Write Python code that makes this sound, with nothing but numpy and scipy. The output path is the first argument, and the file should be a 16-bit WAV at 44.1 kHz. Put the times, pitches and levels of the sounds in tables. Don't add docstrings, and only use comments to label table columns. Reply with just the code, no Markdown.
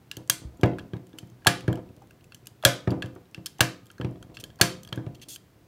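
import sys
import numpy as np
from scipy import signal
from scipy.fft import rfft, irfft
from scipy.io import wavfile
from scipy.ndimage import uniform_filter1d

SR = 44100
rng = np.random.default_rng(int(sys.argv[2]) if len(sys.argv) > 2 else 0)


def linear_from_db(decibels):
    return 10 ** (np.asarray(decibels, float) / 20)


def unload_audio(sound):
    columns = np.transpose(np.atleast_2d(sound))
    steps = np.round(np.clip(columns, -1, 1) * 32767)
    wavfile.write(sys.argv[1], SR, steps.astype(np.int16))


N = 250047

# (frequency [Hz], level [dB])
FLOOR_SPECTRUM = [(25, -25), (120, -3), (212, -12.5), (309, -10), (624, -22), (2000, -29), (10400, -40.5),
                  (15500, -37.5)]
# (frequency [Hz], time to fall 60 dB [s])
ROOM_T60 = [(150, 0.85), (500, 0.35), (1500, 0.31), (4000, 0.31), (8000, .28), (14000, 0.19)]
# (frequency [Hz], level [dB])
ROOM_COLOUR = [(100, -15), (400, 10), (900, -1), (2100, -2.5), (3200, -2.5), (6000, -3), (10000, -4),
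               (16000, -3.5)]

TABLE_LOW_MODES = [(73.5, -20, 0.11), (117, -1.5, 0.06), (124.04, 5.5, 0.25), (150.8, 2.5, 0.17),
                   (181.2, -0.5, 0.23), (212.2, -1.5, .25)]
TABLE_UPPER_MODES = [(278.4, 2.2, 0.19), (319.2, 3.5, .17), (369.3, 5.5, 0.074), (392.5, 2, 0.088),
                     (487.6, 1.5, 0.21), (516, -6, 0.6), (601, 1.5, 0.14), (633, -5.5, 0.38),
                     (699, -3.5, 0.5), (972, -3, 0.18)]
GRAIN_MODES = [(554, -0.5, 0.11), (625, 0, 0.1), (706, -4.5, .07), (697.3, -5.5, 0.23), (920, -3.5, 0.035),
               (1098, -5.5, .035), (1300, -2.5, 0.025), (1900, -15, 0.012)]
BOTTLE_MODES = [(1232, -55.5, 1.1), (1303, -56.5, 0.68)]
STRAIN_MODES = [(623, 8, 0.06), (790, 14.5, 0.054), (1250, -0.5, 0.024), (2300, -11, 0.023)]
SHELL_MODES = [(1340, -19, 0.011), (1330, -4, 0.01), (1650, 1.5, 0.023), (1704, -9, 0.078)]
MIDDLE_MODES = [(2592, -29, 0.056), (2713, 7, 0.0076), (3221, -1.5, 0.042), (3270, 5, 0.017),
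                (3500, 0.5, 0.0091), (4050, -15, 0.02), (4400, -2, 0.022), (5070, -16, 0.013)]
THIN_MODES = [(6300, 11.5, 0.013), (6720, 3, .011), (7590, 0, 0.039), (8130, 4.5, 0.0052),
              (10200, -10, 0.0038), (11600, -16, 0.0044), (11900, -9, 0.0017), (13800, 5, .005)]

# (time [s], pressure [dB])
HANDLING = [(0.0, -57.5), (0.85, -46.5), (0.95, -68.5), (1.3, -55.5), (1.53, -51.5), (1.66, -39),
            (2.0, -61), (2.18, -54.5), (2.7, -61.5), (2.87, -54), (3.4, -72.5), (4.14, -47.5), (4.5, -50.5),
            (4.91, -49), (5.43, -64.5), (5.67, -60)]
# (time [s], level [dB], frequency [Hz], time to fall 60 dB [s])
THUMPS = [
    (0.452, -30, 67, 0.22),
    (1.472, -51.5, 45, .15),
    (2.652, -35.5, 48.7, 0.13),
    (3.61, -39, 44.8, 0.2),
    (4.616, -39, 45, 0.2),
]
# (time [s], level [dB])
JOLTS = [
    (0.297, -32.5),
    (1.471, -15.5),
    (2.655, -16),
    (3.608, -17),
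    (4.612, -15.5),
]
# (time [s], upper modes [dB], low modes [dB], grain rattle [dB])
LANDINGS = [(.171, -32, -33.5, -55), (.633, -7.5, -7, -15.5), (.934, -26, -22, -43),
            (1.681, -14, -10.5, -28.5), (1.728, -31.5, -54, -57), (1.773, -29, -42.5, -40.5),
            (2.875, -16, -12.5, -27.5), (2.918, -19.5, -16.5, -35), (3.04, -29.5, -26, -45.5),
            (3.059, -42.5, -59, -51.5), (3.161, -36, -42.5, -46), (3.999, -24, -26.5, -42.5),
            (4.014, -34, -26, -51), (4.046, -23, -18, -35.5), (4.157, -58.5, -53, -52.5),
            (4.925, -35.5, -26, -34), (4.975, -24, -23.5, -46), (5.066, -35, -23, -43.5)]
# (time [s], upper modes [dB], low modes [dB])
ROCKS = [(0.418, -37.5, -42), (.447, -52, -33.5), (0.595, -34.5, -46), (0.96, -45, -32.5),
         (1.138, -36.5, -52), (1.229, -42, -33), (1.318, -57.5, -42.5), (1.97, -42, -40.5),
         (2.428, -57, -53.5), (2.476, -61.5, -52.5), (3.35, -47, -57), (3.378, -37.5, -30.5),
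         (4.298, -40, -44.5), (4.372, -50, -46.5), (4.433, -39, -40), (5.279, -45, -48),
         (5.433, -59.5, -47.5)]

# (time [s], level [dB], tilt [dB per octave], length [ms])
SCRAPES = [
    (0.787, -46, -13, 12.3),
    (1.176, -68, 3, 8.3),
    (4.342, -55, -2, 22),
    (4.398, -49.5, 1.3, 17),
    (5.146, -54, -4.5, 12),
    (5.214, -48.5, -1.5, 28),
    (5.284, -48, 4, 74),
]
# (time [s], level [dB], length [ms])
STRAIN = [
    (1.459, -29, 10.5),
    (2.018, -52, 4.5),
    (2.635, -31.5, 5.4),
    (3.593, -38.5, 2.9),
    (4.596, -38.5, 9.9),
]
# (time [s], middle modes [dB], thin modes [dB], blade pitch [Hz])
RIB_TICKS = [(0.114, -29.5, -42.5, 2785), (.1683, -39.5, -40, 3080), (.612, -51, -52, 3180),
             (1.1858, -35, -43, 3034), (1.6069, -45, -54, 2690), (1.756, -45.5, -54, 3000),
             (2.2421, -57, -60, 2606), (2.346, -46.5, -46, 3000), (2.457, -57, -58, 2510),
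             (2.4699, -43, -40.5, 2900), (2.906, -39, -49.5, 4600), (3.0592, -49, -55.5, 3060),
             (3.4595, -33, -31, 3090), (3.4657, -33, -37, 5290), (3.5844, -53.5, -53.5, 2960),
             (3.8673, -58, -58.5, 3220), (4.389, -51.5, -64, 3100), (4.439, -35, -42, 3150),
             (4.8328, -52, -46, 3000), (4.849, -47, -55, 3230), (4.889, -48.5, -60, 4700),
             (4.958, -52, -50.5, 2630), (5.3599, -38, -44, 3120)]
# (time [s], middle modes [dB], shell
# modes [dB], blade pitch [Hz])
SHELL_TAPS = [(0.6345, -38.5, -22, 2760), (.659, -45.5, -47, 3260), (0.7847, -47, -34, 2520),
              (0.9672, -57, -53, 3790), (1.448, -48.5, -42, 2930), (1.6788, -42.5, -30, 2300),
              (1.728, -41.5, -38, 3170), (2.108, -54, -53, 2690), (2.6265, -44, -43, 3440),
              (2.873, -55, -35, 2300), (2.9134, -49, -50.5, 3270), (3.9815, -54, -46, 4250),
              (4.2266, -46.5, -47, 3210), (4.589, -54, -51.5, 4470), (4.875, -46, -51, 3220)]
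# (time [s], middle modes [dB], shell modes [dB], blade pitch [Hz])
HELD_TAPS = [(.7336, -58, -64.5, 3140), (.9345, -46.5, -47, 3280), (1.1306, -55.5, -56, 3460),
             (1.42, -69, -58, 4480), (1.8901, -61, -70, 2670), (2.2093, -58, -74, 2800),
             (2.3213, -44.5, -48, 2700), (3.0223, -31, -30.5, 3280), (3.0257, -33, -46, 2640),
             (3.255, -62, -67.5, 3830), (3.3457, -35.5, -47.5, 2720), (3.9018, -46.5, -46.5, 3160),
             (4.0124, -38, -35, 3070), (4.047, -41, -49, 2440), (4.158, -64.5, -68, 3420),
             (4.3698, -37, -45.5, 2720), (4.5022, -53, -57.5, 3270), (4.9273, -28, -34, 3200),
             (4.9751, -50, -40.5, 3500), (5.0641, -53, -54, 2300), (5.198, -57.5, -76, 3130)]
# (time [s], thin modes [dB])
GRAZES = [(.2755, -53.5), (.293, -68), (.5717, -61.5), (1.0689, -59), (1.094, -66), (1.272, -64),
          (1.2992, -61), (1.9649, -61.5), (2.0207, -64.5), (2.072, -64.5), (2.64, -51.5), (3.1518, -60),
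          (3.312, -65.5), (3.8574, -59), (3.9144, -53.5), (4.1105, -64.5), (4.5578, -60), (4.601, -55.5)]
# (time [s], middle modes [dB], shell modes [dB], thin modes [dB], slip length [ms])
SNAPS = [
    (0.2982, -13.5, -19.5, -11, 1.52),
    (1.4689, -6.5, -8.5, -13.5, 3.8),
    (2.6504, 0.5, -6, -6.5, 1.2),
    (3.6063, -6.5, -10, -14.5, 3.7),
    (4.6123, -5.5, -10, -11, 2.64),
]

CAP_SPREAD_DB, TABLE_SPREAD_DB = 2.5, 3.0


def at_hz(points, hz):
    points_hz, values = np.transpose(points)
    return np.interp(np.log(hz), np.log(points_hz), values)


def rms_one(x):
    return x / np.sqrt(np.mean(x ** 2) + 1e-20)


def band(x, low_hz, high_hz):
    edges = [low_hz, min(high_hz, .45 * SR)]
    return signal.sosfilt(signal.butter(2, edges, "band", fs=SR, output="sos"), x)


def ring(force, hz, t60):
    r, w = linear_from_db(-60 / (max(t60, .002) * SR)), 2 * np.pi * hz / SR
    return signal.lfilter([0, np.sin(w)], [1, -2 * r * np.cos(w), r * r], force + 1e-18)


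def strike(times, pulses, dbs, modes, spread_db, crack_db=-60, sign=-1):
    out = np.zeros((2, N + SR))
    luck = rng.standard_normal((len(times), len(modes)))
    hz, mode_db, t60 = np.transpose(modes)
    t = np.arange(round(1.2 * t60.max() * SR))[:, None] / SR
    fade = linear_from_db(-60 * t / np.maximum(t60, .002))
    rings = fade * np.sin(2 * np.pi * hz * t) * sign ** np.arange(len(hz))
    click = (t[:, 0] == 0).astype(float)
    crack = band(click, 0.76 * hz.min(), 1.044 * hz.max()) * SR / hz.mean()
    window = round(SR / hz.min()) + 200
    for s, pulse, db, chance in zip(times, pulses, dbs, luck):
        body = rings @ linear_from_db(mode_db + spread_db * chance) + linear_from_db(crack_db) * crack
        sound = signal.fftconvolve(pulse, body)
        loudest = np.sqrt(uniform_filter1d(sound ** 2, size=window).max())
        sound = linear_from_db(db) * sound / loudest
        same_energy = np.sqrt(np.sum(sound ** 2) / np.sum(crack ** 2))
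        start = round(s * SR)
        out[0, start:][:len(sound)] += sound
        out[1, start:][:len(crack)] += crack * same_energy
    return out[:, :N]


def crackle(lengths_s, fading, grain_db):
    t = np.arange(SR // 10) / SR
    size = (len(lengths_s), len(t))
    grains = rng.standard_normal(size) * linear_from_db(grain_db * rng.exponential(1, size))
    span = np.maximum(np.array(lengths_s), 1e-4)[:, None]
    if fading:
        shape = np.exp(-t / span)
    else:
        shape = np.clip(np.minimum(t, span - t) / .002, 0, 1) * linear_from_db(-4 * t / span)
    return [g / np.sqrt(np.sum(g ** 2)) for g in grains * shape]


def floor():
    hz = np.maximum(np.fft.rfftfreq(N, 1 / SR), 1)
    spectrum = rfft(rng.standard_normal(N)) * linear_from_db(at_hz(FLOOR_SPECTRUM, hz))
    return linear_from_db(-59) * rms_one(irfft(spectrum, N))


def room(x, gap_s, build_s):
    t, tail = np.arange(SR // 2) / SR, 0
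    edges = 60 * 2 ** np.arange(0, 8.4, .5)
    for low, high in zip(edges, edges[1:]):
        noise = band(rng.standard_normal(len(t)), low, high)
        hz = np.sqrt(low * high)
        tail = tail + noise * linear_from_db(at_hz(ROOM_COLOUR, hz) - 60 * t / at_hz(ROOM_T60, hz))
    build = 1 - np.exp(-np.maximum(t - gap_s, 0) / build_s)
    return signal.fftconvolve(x, tail * build / np.sqrt(SR))[:N]


def handling():
    wobble_db, settle_db_per_s = -28, 119
    pressure = linear_from_db(np.interp(np.arange(N) / SR, *np.transpose(HANDLING)))
    land_s, land_upper, land_low, _ = np.transpose(LANDINGS)
    force = rng.standard_normal(N) * (rng.random(N) < 150 / SR)
    out = 0
    for modes, share_db, land_db in ((TABLE_LOW_MODES, -5, land_low), (TABLE_UPPER_MODES, -11.5, land_upper)):
        kicks = np.zeros(N)
        kicks[(land_s * SR).astype(int)] = linear_from_db(land_db + wobble_db)
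        wobble = signal.lfilter([1], [1, -linear_from_db(-settle_db_per_s / SR)], kicks)
        murmur = sum(linear_from_db(db) * ring(force, hz, .5 * t60) for hz, db, t60 in modes)
        murmur = signal.sosfilt(signal.butter(2, 1200, fs=SR, output="sos"), murmur)
        out = out + rms_one(murmur) * (linear_from_db(share_db) * pressure + wobble)
    return out


def thumps():
    samples = np.arange(N)
    return sum(ring(linear_from_db(db) * (samples == round(s * SR)), hz, t60) for s, db, hz, t60 in THUMPS)


def base_contacts():
    jolts = [(s, db, db + 2.6, db + 3, 0.27) for s, db in JOLTS]
    landings = [(*row, 1.3) for row in LANDINGS]
    rocks = [(s, upper, low, (upper + low) / 2 - 14, 1.6) for s, upper, low in ROCKS]
    return sorted(jolts + landings + rocks)


def knocks():
    s, upper, low, grain, ms = np.transpose(base_contacts())
    pushes = [np.sin(np.pi * np.arange(0, 1, 1000 / (max(m, .1) * SR))) for m in ms]
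    rattle = crackle(np.full(len(s), .004), True, grain_db=-8.0)
    table = (strike(s, pushes, low - 5, TABLE_LOW_MODES, TABLE_SPREAD_DB, sign=0.94)
             + strike(s, pushes, upper - 4, TABLE_UPPER_MODES, TABLE_SPREAD_DB, sign=0.84)
             + strike(s, rattle, grain - 5, GRAIN_MODES, TABLE_SPREAD_DB, crack_db=3))
    return signal.sosfilt(signal.butter(4, 80, "high", fs=SR, output="sos"), table)


def bottle():
    jolts = np.zeros(N)
    starts = [round(row[0] * SR) for row in SNAPS]
    jolts[starts] = linear_from_db(np.array(SNAPS)[:, 2] + 10)
    return sum(linear_from_db(db) * ring(jolts, hz, t60) for hz, db, t60 in BOTTLE_MODES)


def touches():
    ticks = [(s, mid, mid - 15, thin, 2.4, hz) for s, mid, thin, hz in RIB_TICKS]
    taps = [(s, mid, shell, mid - 7, 1.6, hz) for s, mid, shell, hz in SHELL_TAPS]
    held = [(s, mid, shell, mid - 20, 2.3, hz) for s, mid, shell, hz in HELD_TAPS]
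    grazes = [(s, db - 8.5, db - 10.5, db, 1.3, 3150) for s, db in GRAZES]
    return sorted(ticks + taps + held + grazes)


def blade(ping_db, t60, rise_s):
    out, t = np.zeros(N + SR), np.arange(SR // 10) / SR
    for s, db, _, thin_db, _, hz in touches():
        swell = (1 - np.exp(-t / rise_s)) * linear_from_db(db + ping_db - 60 * t / t60)
        overtone_hz = min(4 * hz, .45 * SR)
        overtone = linear_from_db(-7.5 + min(thin_db - db, 0)) * np.sin(2 * np.pi * overtone_hz * t)
        out[round(s * SR):][:len(t)] += swell * (np.sin(2 * np.pi * hz * t) + overtone)
    return out[:N]


def scrapes():
    ridges_per_s, depth = 280, 0.38
    s, db, tilt, ms = np.transpose(SCRAPES)
    drags = crackle(ms / 1000, False, grain_db=1.5)
    uneven = 1 + 2 * uniform_filter1d(rng.standard_normal(SR // 10), size=100)
    ridge = np.cumsum(ridges_per_s / SR * uneven)
    skips = 1 - depth + depth * 3 * np.exp(-4 * (ridge % 1))
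    drags = [d * skips for d in drags]
    return (strike(s, drags, db + 1.38 * tilt, THIN_MODES, CAP_SPREAD_DB, crack_db=17.0)
            - strike(s, drags, db, MIDDLE_MODES, CAP_SPREAD_DB, crack_db=4))


def strain():
    s, db, ms = np.transpose(STRAIN)
    creaks = crackle(ms / 1000, False, grain_db=2.5)
    return strike(s, creaks, db + 2.0, STRAIN_MODES, CAP_SPREAD_DB, crack_db=-1.5)


def cap(contacts, shell_db, middle_db, thin_db, crack_db):
    s, middle, shell, thin, ms = np.transpose(contacts)[:5]
    slips = crackle(ms / 1000, True, grain_db=3.0)
    return (strike(s, slips, shell + shell_db, SHELL_MODES, CAP_SPREAD_DB, crack_db - 13.5)
            - strike(s, slips, middle + middle_db, MIDDLE_MODES, CAP_SPREAD_DB, crack_db)
            + strike(s, slips, thin + thin_db, THIN_MODES, CAP_SPREAD_DB, crack_db + 14.0))


def scene():
    table = knocks()
    pings = blade(ping_db=7.5, t60=.015, rise_s=0.00031)
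    ticks = cap(touches(), shell_db=-3, middle_db=-7.0, thin_db=1, crack_db=5.0) + strain() + scrapes()
    snaps = cap(SNAPS, shell_db=-5.0, middle_db=-5, thin_db=-0.5, crack_db=5.5)
    around = linear_from_db(11.5) * snaps + linear_from_db(10.5) * ticks
    sent = .3 * around[0] + 0.6 * around[1] + linear_from_db(2.5) * pings
    sent = sent + linear_from_db(2.0) * table[0] + linear_from_db(2.5) * table[1]
    wet = room(sent, gap_s=.002, build_s=0.001)
    near = (snaps + ticks + table)[0] + pings + bottle() + thumps() + handling()
    return (near + wet + linear_from_db(1.0) * floor())[None]


def low_pass(x):
    return signal.sosfilt(signal.butter(12, 17070, fs=SR, output="sos"), x)


def record(dry):
    limit, top_hz = .76, 16400
    x = signal.sosfilt(signal.butter(2, 45, "high", fs=SR, output="sos"), dry)
    x = limit * np.tanh(x / limit)
    x = signal.sosfilt(signal.cheby2(14, 55, top_hz, fs=SR, output="sos"), x)
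    return low_pass(x)


dry = scene()
out = record(dry)
unload_audio(out)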